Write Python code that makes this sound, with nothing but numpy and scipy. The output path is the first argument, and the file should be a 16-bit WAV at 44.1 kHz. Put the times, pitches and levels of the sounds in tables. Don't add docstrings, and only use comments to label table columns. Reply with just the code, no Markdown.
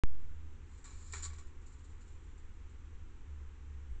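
import sys
import numpy as np
from scipy import signal
from scipy.fft import rfft, irfft
from scipy.io import wavfile

SR = 44100
rng = np.random.default_rng(int(sys.argv[2]) if len(sys.argv) > 2 else 0)


def log_audio(samples):
    frames = np.atleast_2d(samples).T
    limited = np.clip(frames, -1, 1)
    pcm = np.round(limited * 32767).astype(np.int16)
    wavfile.write(sys.argv[1], SR, pcm)


N = 176400
TIME_S = np.arange(N) / SR


def from_db(db):
    return 10 ** (np.asarray(db) / 20)


def unit_energy(x):
    return x / np.sqrt(np.sum(x ** 2) + 1e-20)


def curves(rows):
    time_s, *columns = np.transpose(rows)
    return [np.interp(TIME_S, time_s, column) for column in columns]


def swell(start_s, rise_s, decay_s):
    age_s = TIME_S - start_s
    return np.clip(age_s / rise_s, 0, 1) * np.exp(-np.maximum(age_s - rise_s, 0) / decay_s)


def noise(spectrum):
    freq_hz, density_db = np.transpose(spectrum)
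    bins_hz = np.maximum(np.fft.rfftfreq(N, 1 / SR), 1)
    gain = from_db(np.interp(np.log(bins_hz), np.log(freq_hz), density_db))
    return irfft(rfft(rng.standard_normal(N)) * gain, N) * np.sqrt(SR / 2)


SWITCH_ON_S = .0363
def switch_on_thump(gain_db=-17.5, decay_s=.125, edge_hz=7700):
    age_s = TIME_S - SWITCH_ON_S
    step = (age_s >= 0) * from_db(gain_db) * np.exp(-np.abs(age_s) / decay_s)
    return signal.sosfilt(signal.butter(4, edge_hz, fs=SR, output="sos"), step)


# freq_hz, density_db
HISS_SPECTRUM = [(20, -66), (45, -77), (80, -75), (110, -80), (160, -79.5), (250, -88), (420, -92),
                 (640, -96.5), (1000, -99), (2000, -104), (3200, -108), (4600, -110.5), (5400, -109.5),
                 (6100, -108), (6600, -111.5), (7350, -109), (8000, -119), (9000, -136)]
def hiss():
    return noise(HISS_SPECTRUM)


# freq_hz, density_db
WIND_SPECTRUM = [(20, -67.5), (42, -71), (60, -74.5), (150, -100), (400, -130)]
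def wind():
    gust = from_db(11) * swell(start_s=3.88, rise_s=0.045, decay_s=0.041)
    return noise(WIND_SPECTRUM) * (1 + gust)


# time_s, level_db, pitch_hz
DRONE_CURVE = [(0.2, -54, 76.2), (0.3, -48, 77.4), (0.63, -49, 76.8), (0.84, -59.5, 75.5),
               (0.97, -50.5, 77.2), (1.28, -41.5, 77.6), (1.47, -51.5, 73.8), (1.61, -54, 76.3),
               (3.04, -51, 75), (3.19, -59, 76), (3.3, -41.5, 72.0), (3.66, -53, 71.9), (3.7, -42.5, 71.8),
               (4.0, -49.5, 68)]
def drone(trim_db=-2, third_db=-28.5):
    level_db, pitch_hz = curves(DRONE_CURVE)
    phase = 2 * np.pi * np.cumsum(pitch_hz) / SR
    tone = np.sin(phase) + from_db(third_db) * np.sin(3 * phase)
    return np.sqrt(2) * from_db(level_db + trim_db) * tone


# time_s, level_db
SLIDE_CURVE = [(.6, -86), (.73, -69), (.83, -69.5), (.86, -59), (.97, -60.5), (1.11, -57.5), (1.3, -66),
               (1.45, -88), (1.6, -93), (2.1, -76.5), (2.6, -92), (4, -98.5)]
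def door_slide(trim_db):
    level_db, = curves(SLIDE_CURVE)
    return from_db(level_db + trim_db) ** 2


# start_s, frame_db, mesh_db, chatter_decay_s
DOOR_KNOCKS = [(.776, -80, -61, 0.015), (0.8412, -55.5, -51, .012), (.853, -57.5, -56, 0.041),
               (0.905, -61, -79, 0.045), (1.063, -77, -59, 0.0078), (1.082, -81, -57, .005),
               (1.094, -69, -79, .008), (1.123, -60, -41, 0.0054), (1.129, -46, -47, 0.0044),
               (1.134, -37, -39, 0.0098), (1.154, -51, -43.5, 0.0092), (1.167, -50.5, -49.5, 0.017),
               (1.177, -67, -47, 0.014), (1.197, -52.5, -62, 0.022), (1.219, -65, -54, .008),
               (1.224, -55, -44, 0.0096), (1.23, -50, -42.5, 0.021), (1.2392, -57, -28, 0.0012),
               (1.249, -46.5, -37, 0.0051), (1.254, -49, -40.5, 0.0079), (1.273, -58, -65, .012),
               (1.3, -56, -71, .02), (1.331, -54, -55, 0.012), (1.358, -69, -58, .008),
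               (1.383, -55.5, -55.5, 0.024), (1.408, -77, -60, 0.0042)]
def door_knocks(part, rise_s=.0012, strike_ratio=0.81):
    strikes, chatter_power = np.zeros(N), np.zeros(N)
    for start_s, frame_db, mesh_db, decay_s in DOOR_KNOCKS:
        level_db = frame_db if part == "frame" else mesh_db
        burst_power = (from_db(level_db) * swell(start_s, rise_s, decay_s)) ** 2
        chatter_power += burst_power
        strikes[int((start_s + rise_s) * SR)] += strike_ratio * np.sqrt(burst_power.sum())
    return strikes, chatter_power


# start_s, level_db
ANIMAL_BRUSHES = [(1.46, -65), (1.61, -68), (1.659, -58.5), (1.717, -61.5), (1.779, -65), (1.838, -61),
                  (1.895, -67), (2.001, -61.5), (2.07, -64), (2.114, -68), (2.23, -69), (2.276, -76),
                  (2.37, -65.5), (2.52, -75), (2.69, -69.5)]
def animal_brushes(trim_db, rise_s=0.0074, decay_s=.026):
    return sum((from_db(level_db + trim_db) * swell(start_s, rise_s, decay_s)) ** 2
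               for start_s, level_db in ANIMAL_BRUSHES)


def contacts(force, rate_per_s=4000, spread_db=2):
    sizes = from_db(spread_db * np.minimum(rng.exponential(1, N), 3))
    signs = rng.choice([-1, 1], N)
    touching = rng.random(N) < rate_per_s / SR
    return force * np.sqrt(N) * unit_energy(sizes * signs * touching)


def excitation(part, slide_db, brush_db):
    strikes, chatter_power = door_knocks(part)
    power = door_slide(slide_db) + chatter_power + animal_brushes(brush_db)
    return strikes + contacts(np.sqrt(power))


def ring(clicks, freq_hz, t60_s):
    radius = np.exp(-np.log(1000) / (t60_s * SR))
    angle = 2 * np.pi * freq_hz / SR
    gain = np.sin(angle) * np.sqrt(2 * (1 - radius ** 2))
    return signal.lfilter([0, gain], [1, -2 * radius * np.cos(angle), radius ** 2], clicks + 1e-18)


def wash(clicks, spectrum, t60_s):
    retained = np.exp(-2 * np.log(1000) / (t60_s * SR))
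    energy = signal.lfilter([1 - retained], [1, -retained], clicks ** 2 + 1e-18)
    return np.sqrt(N * energy) * unit_energy(noise(spectrum))


def struck_metal(clicks, modes, spectrum, modes_db, t60_scale, crack_db, crack_t60_s, tail_db, tail_t60_s):
    rings = sum((-1) ** k * from_db(level_db) * ring(clicks, freq_hz, t60_s * t60_scale)
                for k, (freq_hz, level_db, t60_s) in enumerate(modes))
    rings /= np.linalg.norm([from_db(level_db) for _, level_db, _ in modes])
    crack = from_db(crack_db) * wash(clicks, spectrum, crack_t60_s)
    tail = from_db(tail_db) * wash(clicks, spectrum, tail_t60_s)
    return from_db(modes_db) * rings + crack + tail


# freq_hz, relative_db, unscaled_t60_s
FRAME_RESONANCES = [(405, -0.5, 0.22), (930, -8, .1), (1133, 1.5, 0.13), (1328, -3.5, 0.11),
                    (1400, -6, .08), (1695, -5, 0.14), (1870, -4, .09), (2265, -4.5, 0.12),
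                    (2375, -2.5, .12), (3920, -2, .08), (3970, -3.5, 0.12), (4103, -1, 0.11), (5578, 1, .1),
                    (5580, 1.5, .08), (6070, -3, .05)]
# freq_hz, relative_db
FRAME_SPECTRUM = [(250, -14.5), (700, 2.5), (1200, 1.5), (1800, 0.5), (2400, -3), (2900, -8.5), (3500, -3),
                  (4050, -1), (4600, 1.5), (5600, 0), (6500, -5), (9000, -20)]
def frame_clank():
    clicks = excitation("frame", slide_db=-8.5, brush_db=-10)
    return struck_metal(clicks, FRAME_RESONANCES, FRAME_SPECTRUM, modes_db=-4, t60_scale=0.75,
                        crack_db=-9, crack_t60_s=0.012, tail_db=-7, tail_t60_s=0.32)


# freq_hz, relative_db, unscaled_t60_s
MESH_RESONANCES = [(4120, -8.5, .08), (4360, -5, 0.1), (5070, -10, .1), (5400, -11.5, 0.081),
                   (6650, -2, 0.074), (6980, -3, 0.11), (6930, -1, .11), (6920, -6.5, 0.16),
                   (7000, -0.5, 0.25), (7255, -1.5, 0.19), (7450, -6, 0.099), (7300, -9, 0.057),
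                   (7670, -10, 0.12), (7970, -6.5, 0.086), (8080, -8.5, 0.066)]
# freq_hz, relative_db
MESH_SPECTRUM = [(700, -25.5), (2800, -21.5), (4200, -0.5), (5200, -2.5), (6550, -11.5), (6850, 2),
                 (7250, 8), (8100, -7.5), (8500, -14.5), (9000, -28)]
def mesh_jingle():
    clicks = excitation("mesh", slide_db=0, brush_db=0)
    return struck_metal(clicks, MESH_RESONANCES, MESH_SPECTRUM, modes_db=-7, t60_scale=0.85,
                        crack_db=-4.5, crack_t60_s=0.016, tail_db=-7.5, tail_t60_s=0.15)


def scene():
    return (frame_clank() + mesh_jingle() + drone() + wind() + hiss())[None]


# centre_hz, width_hz, depth_db
RESPONSE_DIPS = [(164.4, 128, -25.5), (635.3, 497, -23.5), (4954, 4140, -9.5)]
INPUT_CUTOFF_HZ, OUTPUT_STOP_HZ = 8800, 16000
def record(dry):
    gated = (TIME_S >= SWITCH_ON_S) * dry
    sound = signal.sosfilt(signal.ellip(10, .3, 70, INPUT_CUTOFF_HZ, fs=SR, output="sos"), gated)
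    sound += switch_on_thump()
    for centre_hz, width_hz, depth_db in RESPONSE_DIPS:
        band = signal.lfilter(*signal.iirpeak(centre_hz, centre_hz / width_hz, fs=SR), sound)
        sound -= (1 - from_db(depth_db)) * band
    return signal.sosfilt(signal.cheby2(12, 70, OUTPUT_STOP_HZ, fs=SR, output="sos"), sound)


dry = scene()
out = record(dry)
log_audio(out)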